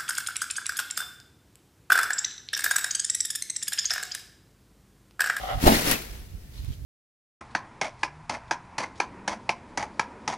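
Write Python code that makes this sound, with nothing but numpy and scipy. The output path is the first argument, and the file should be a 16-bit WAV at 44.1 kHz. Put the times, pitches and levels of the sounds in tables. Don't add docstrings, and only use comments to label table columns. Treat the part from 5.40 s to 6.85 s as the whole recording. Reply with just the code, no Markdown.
import sys
import numpy as np
from scipy import signal
from scipy.fft import rfft, irfft
from scipy.io import wavfile

SR = 44100
rng = np.random.default_rng(int(sys.argv[2]) if len(sys.argv) > 2 else 0)


def unload_audio(sound):
    columns = np.transpose(np.atleast_2d(sound))
    steps = np.round(np.clip(columns, -1, 1) * 32767)
    wavfile.write(sys.argv[1], SR, steps.astype(np.int16))


N = 63945
T = np.arange(N) / SR
HZ = np.fft.rfftfreq(N, 1 / SR)
LEFT_LEAD_S, LEAD_SCATTER_S = .0004, .0003


def amp(db):
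    return 10 ** (np.asarray(db) / 20)


def unit(x):
    return x / np.sqrt(np.mean(x ** 2) + 1e-20)


def spectrum(points):
    hz, value = np.transpose(points)
    return np.interp(np.log(HZ + 1), np.log(hz), value)


def envelope(points):
    return amp(np.interp(T, *np.transpose(points)))


def filtered(x, gain):
    return irfft(rfft(x) * gain, N)


def noise(points):
    return unit(filtered(rng.standard_normal((2, N)), amp(spectrum(points))))


def from_left(x):
    return np.array([x, np.interp(T - LEFT_LEAD_S, T, x)])


def crackle(per_s, spread_db, wash):
    sizes = amp(spread_db * np.minimum(rng.exponential(1, N), 4))
    clicks = sizes * rng.choice([-1, 1], N) * (rng.random(N) < per_s / SR)
    left = unit(clicks) + wash * rng.standard_normal(N)
    lag = np.round(SR * rng.normal(LEFT_LEAD_S, LEAD_SCATTER_S, N)).astype(int)
    right = np.bincount(np.clip(np.arange(N) + lag, 0, N - 1), left, N)
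    return unit(np.array([left, right]))


# frequency_hz, density_db
AIR_SPECTRUM = [(20, -10), (38, -3), (54, 5), (75, -6), (130, -10), (250, -19), (500, -28), (1000, -38),
                (2000, -38), (5000, -38), (9000, -41), (11500, -39), (16000, -42)]
def air():
    left, independent = noise(AIR_SPECTRUM)
    coherence = spectrum([(30, .89), (250, .93), (700, .16), (1500, .029), (16000, .03)])
    right = filtered(left, coherence) + filtered(independent, np.sqrt(1 - coherence ** 2))
    return amp(-44) * np.array([left, right])


# time_s, level_db
SLIDE_LEVELS = [(0, -37), (.045, -34.5), (.062, -35), (.084, -32), (.098, -28.5), (.116, -28), (.132, -30),
                (.165, -37.5), (.21, -38), (.27, -100)]
# pitch_hz, width_hz, level_db
SLIDE_RESONANCES = [(594, 36, -4.5), (726, 38, -0.5), (758, 36, -4), (1182, 96, -8), (1300, 106, -5.5),
                    (1990, 340, -7.5), (2970, 500, -9)]
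# frequency_hz, density_db
GRASS_SPECTRUM = [(100, 4.5), (700, -2), (2000, 0), (3800, 4), (6000, -1), (9000, -8), (11500, -3.5),
                  (16000, -10.5)]
def slide():
    response = sum(amp(db) / np.sqrt(width) / (1 + 1j * (HZ - hz) / width) ** 2
                   for hz, width, db in SLIDE_RESONANCES)
    slips = crackle(per_s=1100, spread_db=2, wash=.52)
    end_s = SLIDE_LEVELS[-1][0]
    hiss = amp(-44.5) * np.clip((end_s - T) / .17, 0, 1) * noise(GRASS_SPECTRUM)
    return envelope(SLIDE_LEVELS) * unit(filtered(slips, response)) + hiss


def leaf_ticks(count=40, per_leaf_per_s=30, decay_cycles=20):
    out = np.zeros((2, N))
    age = T[:3000]
    for hz in np.geomspace(1400, 13000, count):
        pitch = hz * rng.uniform(.94, 1.03)
        hits = (rng.random(N) < per_leaf_per_s / SR) * rng.standard_normal(N)
        lag_s = [[0], [rng.normal(LEFT_LEAD_S, LEAD_SCATTER_S)]]
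        tick = np.exp(-age * hz / decay_cycles) * np.sin(2 * np.pi * pitch * (age - lag_s))
        out += hz * signal.oaconvolve(hits[None], tick, axes=1)[:, :N]
    return unit(out)


# time_s, level_db
CRUSH_LEVELS = [(0, -55), (.18, -48), (.232, -27), (.254, -28.5), (.271, -17), (.295, -22.5), (.35, -22.5),
                (.41, -25.5), (.437, -29), (.478, -22), (.498, -23.5), (.518, -20), (.56, -30.5),
                (.60, -36.5), (.67, -43.5), (.78, -47.5), (.9, -57), (1.45, -65)]
# frequency_hz, density_db
LEAF_SPECTRUM = [(60, 0.5), (200, 5), (500, 2.5), (800, 0), (1100, -3.5), (2000, -0.5), (3200, -4),
                 (5000, -5), (7000, -9), (9500, -12), (11700, -8.5), (13500, -11.5), (16000, -10)]
# frequency_hz, left_minus_right_db
LEAF_BALANCE = [(100, 1), (2000, 2), (5000, 2), (8000, 5), (15000, 6.5)]
def leaves():
    balance = amp(np.outer([.5, -.5], spectrum(LEAF_BALANCE)))
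    grains = crackle(per_s=3500, spread_db=.5, wash=.44) + amp(-9.5) * leaf_ticks()
    return envelope(CRUSH_LEVELS) * unit(filtered(grains, amp(spectrum(LEAF_SPECTRUM)) * balance))


# centre_s, sigma_s, level_db
WIND_PUFFS = [(0.158, 0.03, -27), (0.721, 0.023, -39.5), (0.831, 0.041, -41.5), (0.952, 0.017, -32),
              (1.194, 0.011, -42), (1.229, 0.036, -30.5), (1.306, 0.018, -28), (1.44, 0.047, -31)]
# frequency_hz, density_db
WIND_SPECTRUM = [(20, -15), (45, 10), (110, 6), (190, -14.5), (300, -17), (600, -86), (2000, -74),
                 (16000, -90)]
def wind(coherence=.68, left_db=-8.5):
    gusts = sum(amp(db) * np.exp(-.5 * ((T - s) / sigma) ** 2) for s, sigma, db in WIND_PUFFS)
    independent, right = noise(WIND_SPECTRUM)
    left = coherence * right + np.sqrt(1 - coherence ** 2) * independent
    return gusts * np.array([amp(left_db) * left, right])


# start_s, level_db, contact_ms
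TRUNK_BLOWS = [(0.228, -16, 2.9), (0.2379, -9, 4.6), (0.254, -12, 2.2), (0.2642, -4, 4.8),
               (0.2685, -3, 1.83), (.2740, -8, 1.18), (0.2773, 2, 0.75), (0.2845, -22, 1.4),
               (0.2892, -13, 2.94), (.2980, -12, 2.4), (.3210, -9, 2.9), (.3320, -9.5, 2.3),
               (0.3668, -15.5, 7.7), (0.4469, -19.5, 6.4), (.4735, -16, 1.4), (.4990, -19.5, 2),
               (0.517, -25, 4.1)]
# pitch_hz, level_db, t60_s
TRUNK_MODES = [(81.3, -17.5, 0.16), (158.7, -23, 0.27), (226.1, -14.5, 0.34), (250, -29, 0.46),
               (293.4, -19, 0.33), (422, -28, 0.26), (575, -17.5, 0.2), (665.7, -14, 0.11),
               (784, -8.5, 0.078), (876, -4, 0.075), (1330, -27, .05)]
# frequency_hz, density_db
SOIL_SPECTRUM = [(25, 3.5), (60, 1.5), (130, -17), (280, 7), (450, -10), (750, 1), (1100, -5), (3000, -37),
                 (16000, -66)]
def thump(ground_hz=43.4, ground_t60_s=.16, soil_t60_s=.17):
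    push, drive, crunch_power = np.zeros((3, N))
    for start, db, contact_ms in TRUNK_BLOWS:
        pulse = np.sin(np.pi * np.clip((T - start) / (contact_ms / 1000), 0, 1)) ** 2
        push += amp(db) * pulse
        drive += amp(db) * pulse / pulse.sum()
        crunch_power += (T > start) * amp(db - 60 * abs(T - start) / soil_t60_s) ** 2
    push = signal.lfilter(*signal.butter(1, 70, "high", fs=SR), push)
    modes = sum(amp(db - 60 * T / t60) * np.sin(2 * np.pi * hz * T) for hz, db, t60 in TRUNK_MODES)
    ground = amp(-25.5 - 60 * T / ground_t60_s) * np.sin(2 * np.pi * ground_hz * T)
    ringing = signal.fftconvolve(drive, amp(-6.5) * modes + ground)[:N]
    crunch = np.sqrt(crunch_power) * noise(SOIL_SPECTRUM)[0]
    return from_left(amp(-4) * push + ringing + amp(-14) * crunch)


# frequency_hz, density_db
KNOCK_SPECTRUM = [(100, -13), (400, -3), (580, 15.5), (850, -5.5), (1100, -35), (2000, -24), (3600, -10),
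                  (6000, -23), (16000, -50)]
def knock(t60_s=.024):
    power = sum((T > start) * amp(db - 60 * abs(T - start) / t60_s) ** 2 / contact_ms ** 2
                for start, db, contact_ms in TRUNK_BLOWS)
    return from_left(amp(-15) * np.sqrt(power) * noise(KNOCK_SPECTRUM)[0])


# centre_s, pitch_hz, level_db, sigma_s
STEM_CREAKS = [(0.281, 3900, -21.5, 0.0046), (0.346, 1880, -29, 0.016), (0.355, 4210, -31, 0.013),
               (0.528, 2700, -32, 0.0046), (.557, 2640, -34, 0.0051), (1.19, 4080, -52, .009),
               (1.331, 3170, -58, 0.0065)]
def creaks(sigma_hz=210):
    out = np.zeros(N)
    for centre, hz, db, sigma in STEM_CREAKS:
        band = np.exp(-.5 * ((HZ - hz) / sigma_hz) ** 2)
        tone = unit(filtered(rng.standard_normal(N), band))
        out += amp(db) * np.exp(-.5 * ((T - centre) / sigma) ** 2) * tone
    return from_left(out)


# start_s, level_db, decay_s, left_minus_right_db
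LEAF_SNAPS = [(.349, -47, 0.0022, 0), (0.5121, -14.5, 0.0068, 5.5), (0.621, -33, .003, 2),
              (1.2465, -41, 0.0024, -4)]
# frequency_hz, density_db
SNAP_SPECTRUM = [(100, -12), (700, 1), (2500, 5.5), (6000, -3.5), (9000, 2), (11700, 5), (14000, -8),
                 (16000, 2)]
def snaps(rise_s=.00074):
    out = np.zeros((2, N))
    for start, db, decay, side_db in LEAF_SNAPS:
        age = np.maximum(T - start, 0)
        burst = np.minimum(age / rise_s, 1) * np.exp(-age / decay)
        out += amp(db + side_db * np.array([[.5], [-.5]])) * burst * noise(SNAP_SPECTRUM)
    return out


# time_s, level_db
STEP_LEVELS = [(1.06, -82), (1.15, -53), (1.185, -51.5), (1.225, -55), (1.255, -52.5), (1.305, -55),
               (1.335, -50), (1.37, -62.5), (1.45, -76)]
def step():
    contacts = crackle(per_s=4100, spread_db=5, wash=1.0)
    return envelope(STEP_LEVELS) * unit(filtered(contacts, amp(spectrum(GRASS_SPECTRUM))))


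def scene():
    return air() + slide() + leaves() + wind() + thump() + knock() + creaks() + snaps() + step()


def record(dry, port_hz=11450, half_width_hz=190, ceiling=.88, knee=6, cutoff_hz=15950):
    port_db = 3.5 / (1 + ((HZ - port_hz) / half_width_hz) ** 2)
    heard = filtered(dry, amp(port_db))
    saturated = heard / (1 + abs(heard / ceiling) ** knee) ** (1 / knee)
    lowpass = signal.firwin(511, cutoff_hz, window=("kaiser", 9), fs=SR)
    return signal.oaconvolve(saturated, lowpass[None], "same")


dry = scene()
out = record(dry)
unload_audio(out)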